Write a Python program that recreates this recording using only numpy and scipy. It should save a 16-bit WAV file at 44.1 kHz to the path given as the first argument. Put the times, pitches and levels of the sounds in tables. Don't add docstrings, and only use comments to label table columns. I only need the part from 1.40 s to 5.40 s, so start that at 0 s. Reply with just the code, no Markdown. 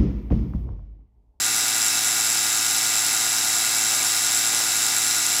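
import sys
import numpy as np
from scipy import signal
from scipy.fft import rfft, irfft, next_fast_len
from scipy.io import wavfile
from scipy.ndimage import map_coordinates

SR = 44100
rng = np.random.default_rng(int(sys.argv[2]) if len(sys.argv) > 2 else 0)


def log_audio(samples):
    frames = np.atleast_2d(samples).T
    limited = np.clip(frames, -1, 1)
    pcm = np.round(limited * 32767).astype(np.int16)
    wavfile.write(sys.argv[1], SR, pcm)


N = 176400
MAINS_HZ, MAINS_LAG_CYCLES = 59.97, .84


# time in seconds, strokes per second.
PUMP_SPEED = [(0, 109.77), (1, 109.87), (2, 109.93), (2.5, 109.98), (3, 110.1), (3.5, 110.16), (4, 109.9)]

def stroke_count():
    return np.cumsum(np.interp(clock(), *np.transpose(PUMP_SPEED))) / SR


def pump_strokes(count):
    times = np.interp(np.arange(1, int(count[-1]) + 1), count, clock())
    pull = np.cos(2 * np.pi * (times * MAINS_HZ - MAINS_LAG_CYCLES))
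    times = times + .0005 * pull + .00003 * rng.standard_normal(len(times))
    scatter_db = .8 * rng.standard_normal(len(times))
    force = amp(.5 * pull + scatter_db)
    thud_force = amp(-4 * pull + scatter_db)
    return (thud(times - .002, thud_force) + housing_ring(times, force)
            + valve_rasp(times - .003, force) + valve_slap(times - .0021, force))


# frequency in Hz, level in dB per Hz.
THUD_SPECTRUM = [(100, -100), (250, -76.5), (400, -88), (620, -89), (700, -69), (870, -71), (1100, -79),
                 (1500, -79), (3000, -100)]

def thud(times, force):
    return coloured(bursts(times, force, attack_s=.0004, decay_s=.0027), THUD_SPECTRUM)


# frequency in Hz, level in dB per Hz.
HOUSING_SPECTRUM = [(500, -110), (1100, -88), (1300, -79.5), (1700, -77), (2100, -64.5), (2400, -73.5),
                    (2650, -69), (3100, -72), (3700, -64.5), (4400, -74.5), (5400, -73.5), (7000, -70),
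                    (12000, -90)]

def housing_ring(times, force, decay_s=.0062):
    t = clock()[:SR // 20]
    ring = rng.standard_normal(len(t)) * np.exp(-t / decay_s)
    return coloured(signal.fftconvolve(pulses(times, force), ring)[:N], HOUSING_SPECTRUM)


# frequency in Hz, level in dB per Hz.
RASP_SPECTRUM = [(2500, -94), (4500, -83), (5300, -71), (6500, -74), (8200, -69.5), (9100, -71),
                 (9900, -66.5), (10600, -68.5), (11200, -74), (12000, -85), (12500, -70.5), (13100, -76),
                 (13700, -82), (15700, -86)]

def valve_rasp(times, force):
    return coloured(bursts(times, force, attack_s=.00089, decay_s=.0031), RASP_SPECTRUM)


# pitch in Hz, width in Hz, peak level in dB per Hz.
VALVE_NOTES = [(3866, 190, -63.5), (4986, 79, -63.5), (5260, 98, -63), (6100, 150, -86), (6700, 110, -68),
               (7373, 185, -55.5), (7730, 230, -59), (13600, 160, -75)]

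def valve_slap(times, force):
    def resonances(f):
        return sum((-1) ** k * amp(db) * 1j * f * width / (hz * hz - f * f + 1j * f * width)
                   for k, (hz, width, db) in enumerate(VALVE_NOTES))
    slap = unit(bursts(times, force, attack_s=.00074, decay_s=.0011))
    return filtered(slap, resonances) * np.sqrt(SR / 2)


# multiple of the stroke rate, level in dB.
STROKE_TONES = [(1, -52.5), (2, -60), (3, -50.5), (4, -57), (5, -65.5), (6, -54), (7, -48), (8, -60),
                (9, -52.5), (11, -45.5), (12, -47.5), (14, -52.5), (15, -45)]
# multiple of the mains frequency, level in dB.
IRON_TONES = [(4, -63), (12, -51), (64, -48)]

def pump_hum(count):
    t = clock()
    strokes = sum(tone(round(k) * count, db) for k, db in STROKE_TONES)
    iron = sum(tone(round(k) * MAINS_HZ * t, db) for k, db in IRON_TONES)
    slip = 2 * MAINS_HZ * t - count
    housing_note = tone(13 * count, db=-41.5 + .7 * wobble(6))
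    throb = 1 + .62 * np.cos(2 * np.pi * (slip - .72))
    return strokes + iron + housing_note * throb


# seconds after the strongest mains pull, relative level in dB.
RATTLE_HITS = [(-.0016, -5), (0, 0), (.0017, -4)]
# frequency in Hz, level in dB per Hz.
TICK_SPECTRUM = [(1500, -100), (4000, -82.5), (7000, -78), (7600, -66), (9000, -87), (10300, -67.5),
                 (12500, -79), (15700, -92)]

def rattle(count):
    peaks = (np.arange(int(N / SR * MAINS_HZ)) + MAINS_LAG_CYCLES) / MAINS_HZ
    after_s, hit_db = np.transpose(RATTLE_HITS)
    times = peaks[:, None] + after_s
    in_step = np.cos(2 * np.pi * np.interp(times, clock(), count))
    db = hit_db + 8 * in_step + 1.5 * rng.standard_normal(times.shape)
    ticks = bursts(times.ravel(), amp(db).ravel(), attack_s=.00004, decay_s=.0005)
    return coloured(ticks, TICK_SPECTRUM)


# frequency in Hz, level in dB per Hz.
SPRAY_SPECTRUM = [(20, -102), (50, -91), (80, -90), (170, -78), (260, -80), (380, -83), (620, -80),
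                  (720, -77), (1000, -73), (1150, -75), (1450, -67.5), (1580, -66.5), (1750, -71.5),
                  (1900, -67), (2300, -66), (2500, -71.5), (2650, -63.5), (3150, -74.5), (3600, -67.5),
                  (4300, -68), (5300, -62), (7000, -63.5), (7600, -57.5), (9000, -76.5), (10300, -64.5),
                  (11500, -71.5), (14500, -74), (15700, -83)]

def spray():
    return coloured(rng.standard_normal(N) * amp(.15 * wobble(10)), SPRAY_SPECTRUM)


# frequency in Hz, level in dB per Hz.
DROPLET_SPECTRUM = [(800, -100), (2500, -77), (5500, -68.5), (9000, -73.5), (15700, -97)]

def droplets(per_second=1200):
    drops = int(per_second * N / SR)
    times = rng.uniform(0, N / SR, drops)
    db = 1.5 * np.minimum(rng.standard_normal(drops), 2.5)
    return coloured(bursts(times, amp(db), attack_s=.00002, decay_s=.00014), DROPLET_SPECTRUM)


def glass_echo(x, level_db=-12, decay_s=.01):
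    t = clock()[:SR // 10]
    tail = rng.standard_normal(len(t)) * np.exp(-t / decay_s) * (t > .002)
    return x + amp(level_db) * signal.fftconvolve(x, tail / np.linalg.norm(tail))[:N]


# pitch in Hz, level in dB.
FAINT_TONES = [(131, -63), (147, -62), (262, -54), (456, -63), (703, -59), (830, -58), (879, -58),
               (916, -59), (1455, -54), (1549, -52), (2038, -53), (2207, -51), (2288, -51), (2625, -51),
               (3860, -50), (3937, -43), (7419, -43)]

def wavering_tones():
    return sum(tone(hz * clock(), db, drift_radians=.5 * wobble(4.82)) for hz, db in FAINT_TONES)


# start in seconds, fade time in seconds, relative level in dB.
BUMP_EVENTS = [(1.83, 0.1, -8), (2.5, 0.084, 2), (2.59, 0.045, -2), (3.128, 0.019, 9), (3.195, 0.022, 7)]
# frequency in Hz, level in dB per Hz.
BUMP_SPECTRUM = [(30, -97), (120, -87), (260, -71), (500, -73), (950, -65), (1400, -68), (3000, -80)]

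def bumps(attack_s=.0076):
    level = np.zeros(N)
    for start_s, decay_s, db in BUMP_EVENTS:
        t = np.maximum(clock() - start_s, 0)
        level += amp(db) * (1 - np.exp(-t / attack_s)) * np.exp(-t / decay_s)
    return level * coloured(rng.standard_normal(N), BUMP_SPECTRUM)


def amp(db):
    return 10 ** (np.asarray(db) / 20)


def unit(x):
    return x / np.sqrt(np.mean(x ** 2) + 1e-20)


def clock():
    return np.arange(N) / SR


def wobble(rate):
    values = rng.standard_normal(int(N * rate / SR) + 4)
    return map_coordinates(values, [clock() * rate], mode="nearest")


def tone(cycles, db, drift_radians=0):
    return np.sqrt(2) * amp(db) * np.sin(2 * np.pi * (cycles + rng.random()) + drift_radians)


def filtered(x, response):
    size = 2 * next_fast_len(N // 2 + 8192)
    return irfft(rfft(x, size) * response(np.fft.rfftfreq(size, 1 / SR)), size)[:N]


def coloured(x, spectrum):
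    hz, db = np.transpose(spectrum)

    def response(f):
        gain = amp(np.interp(np.log(f + 1), np.log(hz + 1), db))
        cepstrum = irfft(np.log(gain))
        cepstrum[1:len(cepstrum) // 2] *= 2
        cepstrum[len(cepstrum) // 2 + 1:] = 0
        return np.exp(rfft(cepstrum))
    return filtered(unit(x), response) * np.sqrt(SR / 2)


def pulses(times, sizes):
    at = times[:, None] * SR
    index = np.floor(at).astype(int) + np.arange(-7, 9)
    shape = np.sinc(index - at) * np.cos(np.pi * (index - at) / 16) ** 2
    inside = (index >= 0) & (index < N)
    return np.bincount(index[inside], (sizes[:, None] * shape)[inside], N)


def bursts(times, sizes, attack_s, decay_s):
    t = clock()[:SR // 20]
    shape = (1 - np.exp(-t / attack_s)) * np.exp(-t / decay_s)
    return signal.fftconvolve(pulses(times, sizes), shape)[:N] * rng.standard_normal(N)


def scene():
    count = stroke_count()
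    direct = pump_hum(count) + wavering_tones() + rattle(count) + bumps()
    echoing = glass_echo(pump_strokes(count) + spray() + droplets())
    return (direct + echoing)[None]


def record(dry):
    return filtered(dry[0], lambda hz: hz < 15800)[None]


dry = scene()
out = record(dry)
log_audio(out)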